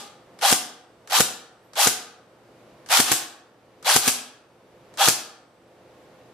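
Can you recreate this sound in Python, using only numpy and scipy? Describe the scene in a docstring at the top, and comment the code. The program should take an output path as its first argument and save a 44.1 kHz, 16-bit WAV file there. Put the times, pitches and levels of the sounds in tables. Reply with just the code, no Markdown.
"""Electric airsoft rifle in a small workroom

Six trigger pulls fire the rifle, two of them running on into a second shot; a faint squeak precedes the third.
The trigger clicks, the motor spins the gears up against the spring, and the piston slams home and bounces.
The room rings on, at first still fading from an earlier shot, over a computer fan (coloured noise) and faint
steady tones that sink and swell with the recorder's gain."""
import sys
import numpy as np
from scipy import signal
from scipy.io import wavfile

SR = 44100
rng = np.random.default_rng(int(sys.argv[2]) if len(sys.argv) > 2 else 0)


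def unload_wav(signal):
    """Save mono or channel-first audio to the path in sys.argv[1] as 16-bit WAV at rate SR, clipped to [-1, 1]."""
    wavfile.write(
        sys.argv[1],
        SR,
        np.round(np.clip(np.atleast_2d(signal).T, -1, 1) * 32767).astype(np.int16),
    )


N = 279153
LEAD = SR // 2  # samples ahead of the start, for the earlier shot
TIME = np.arange(-LEAD, N) / SR

# trigger pulls: (click [s], click level [dB], motor on [s], motor off [s])
PULLS = [(-.29, -45, -.26, -.145), (.389, -43, .412, .528), (1.074, -40, 1.098, 1.206),
         (1.733, -42, 1.755, 1.873), (2.861, -45, 2.888, 3.118), (3.826, -42, 3.846, 4.079),
         (4.939, -51, 4.973, 5.086)]
# shots: (piston blow [s], wind-up before it [s], grind [dB], hiss [dB], gear mesh [dB], crack [dB], thump [dB])
SHOTS = [(-.146, 0.081, -5, -1, 1.5, -2, -3.5), (0.5254, 0.12, -0.5, -1.1, 1, -1.5, -0.5),
         (1.2043, 0.11, 0, -2, -0.5, -0.5, .5), (1.8705, 0.12, -2.5, 0, 1, -1, -1.5),
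         (3.0, .11, 4.5, 1.5, -3, 1, 0.5), (3.1158, .072, 0.5, -1.5, -11, 2.5, -1),
         (3.962, 0.12, 1.1, 0, 0, 1, -1), (4.0768, 0.078, -5.5, -1.5, -9, 2.5, -3),
         (5.0839, 0.11, 0.5, -1.5, 0.5, 2.5, .5)]


def piston(crack_db=2.5, crack_t60_s=.017, thump_db=7, rush_db=-14.5, rush_rise_s=0.0077, rush_hz=(130, 420),
           low_cut_hz=145, spring_db=-4):
    """The piston drives air down the barrel, hits the cylinder head and rebounds; body and spring ring."""
    # impact noise spectrum: (frequency [Hz], density [dB])
    crack_colour = [(50, -15), (200, -0.5), (600, -0.5), (2000, 0), (4000, -1), (7500, 3.5), (10000, 0.5),
                    (13000, -5), (15500, -14)]
    # rifle body modes: (frequency [Hz], level [dB], t60 [s])
    body_modes = [(132, -25, .04), (250, -14, 0.025), (300, -23.5, 0.032), (438, -15, 0.023),
                  (733, -30.5, 0.25), (770, -19, .03), (1460, -18, 0.023)]
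    # spring and small steel parts: (frequency [Hz], level [dB], t60 [s])
    spring_modes = [(3260, -71.5, 1.2), (5497, -67, 1.3), (7190, -68, 1.3), (8000, -67.5, 2),
                    (8700, -65.5, 1.3)]
    blow_s, *_, shot_crack_db, shot_thump_db = np.transpose(SHOTS)
    crack = rattle(impacts(blow_s, shot_crack_db + crack_db), crack_colour, crack_t60_s)
    blows = clicks(blow_s, shot_thump_db + thump_db)
    # the puff of air swells as the piston gathers speed
    swell = sum(from_db(db) * (TIME < at) * np.exp(-np.abs(TIME - at) / rush_rise_s)
                for at, db in zip(blow_s, shot_thump_db))
    band = signal.butter(2, rush_hz, "band", fs=SR, output="sos")
    air = signal.sosfilt(band, rng.standard_normal((3, len(TIME))))
    air = unit_rms(air[0] + .8 * air[1:])  # one shared noise, one per channel
    low = ring(blows, body_modes) + from_db(rush_db) * swell * air
    low = signal.sosfilt(signal.butter(2, low_cut_hz, "high", fs=SR, output="sos"), low)
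    low = low * from_db([[-1.2], [1.2]])
    return crack + low + from_db(spring_db) * ring(blows, spring_modes)


def impacts(times, db, count=4, contact_s=.003, contact_db=2.5, rebound_s=.0078, rebound_shrink=.9,
            rebound_db=-1, rebound_loss_db=4.5):
    """The piston presses into the cylinder head, then rebounds ever sooner and softer."""
    k = np.arange(count)
    gaps_s = rebound_s * rebound_shrink ** k * (1 + 0.07 * rng.standard_normal((len(times), count)))
    rebound_times = times[:, None] + np.cumsum(gaps_s, axis=1)
    rebound_levels_db = db[:, None] + rebound_db - rebound_loss_db * k
    rebounds = clicks(rebound_times.ravel(), rebound_levels_db.ravel())
    pressed = sum(from_db(level + contact_db) * (TIME >= s) * (TIME < s + contact_s)
                  for s, level in zip(times, db))
    return pressed / np.sqrt(contact_s * SR) + rebounds


def gears(jitter=.14, uneven_db=3, grit_per_s=3300, grit_db=3, low_cut_hz=520, free_run_db=-16.5,
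          grind_level_db=-13, hiss_level_db=-12, mesh_level_db=-22):
    """Teeth knock at a rising rate, sweeping through the shell's modes, while their flanks grind and hiss."""
    # gearbox shell modes: (frequency [Hz], level [dB], t60 [s])
    shell_modes = [(545, -21.5, 0.057), (643, -12, .05), (753, -9.5, .06), (806, -1, .05),
                   (1000, -15, 0.01), (1215, -10.5, 0.048), (1485, -11.5, .025), (1537, -12.5, 0.022),
                   (2953, -12, 0.024), (3330, -8, 0.038), (3914, -11.5, 0.025), (4140, -14, .05),
                   (4440, -12, .025), (5550, -17, 0.043), (6330, -12.5, .05), (7490, -13, 0.014)]
    # noise spectrum of the grinding: (frequency [Hz], density [dB])
    grind_colour = [(100, -42), (330, -24.5), (560, 0), (850, 5.5), (1300, 4.5), (2200, 1.5), (3400, 4),
                    (5500, -1), (8000, -6.5), (11500, -6), (15000, -23.5)]
    # noise spectrum of the hiss: (frequency [Hz], density [dB])
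    hiss_colour = [(100, -38), (300, -21.5), (650, -7.5), (2000, -5), (4000, -0.5), (7000, 1.5),
                   (10500, 0.5), (13000, -6), (15500, -16)]
    _, _, grind_db, hiss_db, mesh_db, _, _ = np.transpose(SHOTS)
    teeth_per_s, speed = motor()
    free = from_db(free_run_db) * speed
    grind_load = strain(grind_db, rise_s=.034, power=1.55, ease_db_per_s=39.5)
    hiss_load = strain(hiss_db, rise_s=.052, power=2.9, ease_db_per_s=15.5)
    mesh_load = strain(mesh_db, rise_s=0.021, power=1.6, ease_db_per_s=30)
    grind = from_db(grind_level_db) * (free + grind_load)
    hiss = from_db(hiss_level_db) * (free * speed + hiss_load)
    mesh = from_db(mesh_level_db) * (free + mesh_load)
    # backlash makes the teeth land unevenly in time and strength
    wobble = np.exp(jitter * flutter(size=50))
    teeth_passed = np.floor(np.cumsum(teeth_per_s * wobble) / SR)
    teeth = np.diff(teeth_passed, prepend=0) * from_db(uneven_db * rng.standard_normal(len(TIME)))
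    knocks = ring(teeth * mesh, shell_modes)
    # countless small contacts of pinion, ratchet and piston rack
    grit = rng.random(len(TIME)) < grit_per_s / SR
    grit = grit * from_db(grit_db * rng.standard_normal(len(TIME)))
    grinding = rattle(grit * grind, grind_colour, t60_s=0.0069, patchy_db=2)
    hissing = rattle(grit * hiss, hiss_colour, t60_s=0.014, patchy_db=2.5)
    low_cut = signal.butter(4, low_cut_hz, "high", fs=SR, output="sos")
    return signal.sosfilt(low_cut, knocks + grinding + hissing)


def motor(top_teeth_per_s=1330, spin_up_s=.041, brake_s=.008):
    """Tooth rate climbs from each pull until the next; the speed share (0 to 1) is also braked at motor off."""
    teeth_per_s, speed = np.zeros((2, len(TIME)))
    for _, _, on, off in PULLS:
        spin = 1 - np.exp(-np.maximum(TIME - on, 0) / spin_up_s)
        teeth_per_s = np.where(TIME > on, top_teeth_per_s * spin, teeth_per_s)
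        speed += spin * np.exp(-np.clip((TIME - off) / brake_s, 0, 20))
    return teeth_per_s, speed


def strain(shot_db, rise_s, power, ease_db_per_s, release_s=0.0066):
    """Gear load swells as the spring is drawn, eases as the motor gains speed, falls away at the release."""
    out = 0
    for (blow, wind_up, *_), db in zip(SHOTS, shot_db):
        age = np.clip(TIME - blow + wind_up, 0, wind_up)
        drawn = (1 - np.exp(-age / rise_s)) ** power
        release = np.exp(-np.clip((TIME - blow) / release_s, 0, 20))
        out = out + from_db(db - ease_db_per_s * age) * drawn * release
    return out


def trigger(click_db=8.0, creep_db=-25, kick_db=-27):
    """The trigger clicks, then slides on until the switch closes and the motor kicks."""
    # noise spectrum of the trigger: (frequency [Hz], density [dB])
    click_colour = [(200, -9.5), (1300, 9.5), (2500, 1), (5500, 2.5), (10000, -2), (15000, -23)]
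    contacts = 0
    for s, db, on, _ in PULLS:
        creep = from_db(db + creep_db) * (TIME > s) * (TIME < on)
        contacts = contacts + creep + clicks([s, on], [db + click_db, kick_db])
    return rattle(contacts, click_colour, t60_s=0.03)


def squeak(at_s=1.655, width_s=0.039, pitch_hz=11400, glide=.05, db=-67):
    """A very faint, high sine of wandering pitch swells and fades between two shots."""
    pitch = pitch_hz * (1 + glide * np.clip(flutter(size=600), -2, 2))
    swell = np.exp(-((TIME - at_s) / width_s) ** 2)
    return from_db(db) * swell * np.sin(2 * np.pi * np.cumsum(pitch) / SR)


def room(x, first_echo_s=0.0019, build_up_s=0.0044):
    """Echoes from desk and walls thicken into a tail whose treble dies first; each side has its own paths."""
    # spectrum of the echoes: (frequency [Hz], density [dB])
    room_colour = [(60, -16.5), (130, -14.5), (240, -10.5), (450, -10), (800, -7), (1050, -10),
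                   (1400, -6.5), (2000, -8), (3000, -3.5), (6000, -2.5), (10000, -2.5), (15000, -5)]
    # room decay: (frequency [Hz], t60 [s])
    decay = [(100, .46), (300, 0.66), (800, 0.68), (1400, 0.7), (2000, .5), (3500, 0.48), (7000, 0.36),
             (11000, 0.31), (15000, 0.22)]

    def tail(t, hz):
        thickening = 1 - np.exp(-np.maximum(t - first_echo_s, 0) / build_up_s)
        shape = thickening * dying(t, at_hz(decay, hz))
        return shape / np.sqrt(2 * np.sum(shape ** 2))

    echoes = sum(signal.fftconvolve(side[None], banded(room_colour, tail, size=32768), axes=1) for side in x)
    return echoes[:, :len(TIME)]


def fan(air_db=-52, tones_db=1):
    """Soft, steady air noise of the fan, with a few faint steady tones."""
    # spectrum of the air noise: (frequency [Hz], density [dB])
    fan_colour = [(25, -23.5), (60, -14.5), (120, -8.5), (250, -4.5), (350, -5.5), (500, -2), (800, -8.5),
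                  (1300, -14.5), (2000, -18), (4000, -24.5), (8000, -32), (12000, -34.5), (15500, -45)]
    # steady tones: (frequency [Hz], rms level before tones_db [dB])
    steady_tones = [(119, -68), (344.5, -65.5), (516.8, -63.5), (602.9, -70.5)]
    air = unit_rms(banded(fan_colour, lambda t, hz: 1, balance=[(100, -1), (8000, 0)]))
    tones = sum(from_db(db + tones_db) * np.sqrt(2) * np.sin(2 * np.pi * (hz * TIME + rng.random()))
                for hz, db in steady_tones)
    return from_db(air_db) * air + tones


def rattle(contacts, colour, t60_s, patchy_db=0):
    """Contacts wake dense, quickly damped modes; shifting contact points favour changing bands."""
    energy_decay = dying(1 / SR, t60_s) ** 2
    strength = np.sqrt(signal.lfilter([1], [1, -energy_decay], contacts ** 2 + 1e-24))

    def envelope(t, hz):
        return strength * from_db(patchy_db * flutter(size=400)) if patchy_db else strength

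    return banded(colour, envelope)


def ring(x, modes):
    """Parallel modes; a unit click starts each as a dying sine."""
    out = 0
    for hz, db, t60_s in modes:
        r, w = from_db(-60 / (t60_s * SR)), 2 * np.pi * hz / SR
        mode = signal.lfilter([0, np.sin(w)], [1, -2 * r * np.cos(w), r * r], x + 1e-18)
        out = out + from_db(db) * mode
    return out


def banded(spectrum, envelope, size=len(TIME), balance=None):
    """Stereo white noise under envelope(t, Hz), coloured band by band."""
    # likeness of the two channels: (frequency [Hz], correlation)
    likeness = [(50, .55), (150, 1), (700, .87), (1400, 0.6), (2500, .43), (4500, .33), (8000, -0.094),
                (15000, 0.076)]
    # left minus right of the rifle: (frequency [Hz], difference [dB])
    rifle_balance = [(150, -3), (600, -0.4), (2000, 0.5), (4000, 1), (8000, 1.5), (13000, 3)]
    balance = rifle_balance if balance is None else balance
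    edges_hz = np.r_[np.geomspace(25, 400, 6), np.geomspace(560, 16000, 15)]
    t, out = np.arange(size) / SR, np.zeros((2, size))
    sides = np.array([[1], [-1]])
    white = rng.standard_normal((2, 2, size))  # neighbouring bands use different noise
    for k, (low, high) in enumerate(zip(edges_hz, edges_hz[1:])):
        hz = np.sqrt(low * high)
        sos = signal.butter(2, [low, high], "band", fs=SR, output="sos")
        mid, side = signal.sosfilt(sos, white[k % 2] * envelope(t, hz) + 1e-18)
        alike = np.clip(at_hz(likeness, hz), -1, 1)
        pair = np.sqrt((1 + alike) / 2) * mid + np.sqrt((1 - alike) / 2) * side * sides
        out += pair * from_db(at_hz(spectrum, hz) + sides * at_hz(balance, hz) / 2)
    return out


def clicks(times, db):
    """One impulse at each time."""
    out = np.zeros(len(TIME))
    np.add.at(out, np.round(np.asarray(times) * SR).astype(int) + LEAD, from_db(db))
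    return out


def flutter(size):
    """Smooth chance that changes about every `size` samples; knots have spread 1."""
    knots = np.arange(0, len(TIME), size)
    return np.interp(np.arange(len(TIME)), knots, rng.standard_normal(len(knots)))


def dying(t, t60_s):
    """A decay of 60 dB in t60_s."""
    return from_db(-60 * t / t60_s)


def from_db(db):
    """Decibels to gain."""
    return 10 ** (np.asarray(db) / 20)


def unit_rms(x):
    """Scale to rms 1."""
    return x / np.sqrt(np.mean(x ** 2) + 1e-20)


def at_hz(points, hz):
    """Read a table on a log-frequency axis."""
    f, value = np.transpose(points)
    return np.interp(np.log(hz), np.log(f), value)


def smooth(x, seconds):
    """One-pole lag that starts at the first value."""
    r = np.exp(-1 / (seconds * SR))
    return x[0] + signal.lfilter([1 - r], [1, -r], x - x[0])


def gain_control(x, sense_s=.01, start_db=5, threshold_db=-18, squeeze_share=0.84, duck_s=.009,
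                 recover_db_per_s=12.5):
    """Level above the threshold turns the gain down quickly; it recovers slowly, and starts turned down."""
    level_db = 10 * np.log10(smooth(np.mean(x ** 2, axis=0), sense_s) + 1e-12)
    recovered_db = recover_db_per_s * np.arange(N) / SR
    wanted_db = squeeze_share * np.maximum(level_db - threshold_db, 0)
    # hold the deepest cut so far, each released at the recovery rate
    held_db = np.maximum.accumulate(np.maximum(wanted_db + recovered_db, start_db)) - recovered_db
    return x * from_db(-smooth(held_db, duck_s))


def scene(rifle_db=-2, room_db=1.6):
    """The rifle close to the microphone, its room, the fan and the steady tones."""
    rifle = from_db(rifle_db) * (piston() + gears() + trigger() + squeak())
    return (rifle + from_db(room_db) * room(rifle) + fan())[:, LEAD:]


def record(dry, clip_level=1.0, cutoff_hz=15400):
    """The gain rides the shots, the loudest peaks are flattened and the top is cut."""
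    x = gain_control(dry)
    clipped = x / (1 + (x / clip_level) ** 4) ** (1 / 4)
    return signal.sosfilt(signal.ellip(10, .1, 70, cutoff_hz, fs=SR, output="sos"), clipped)


dry = scene()
out = record(dry)
unload_wav(out)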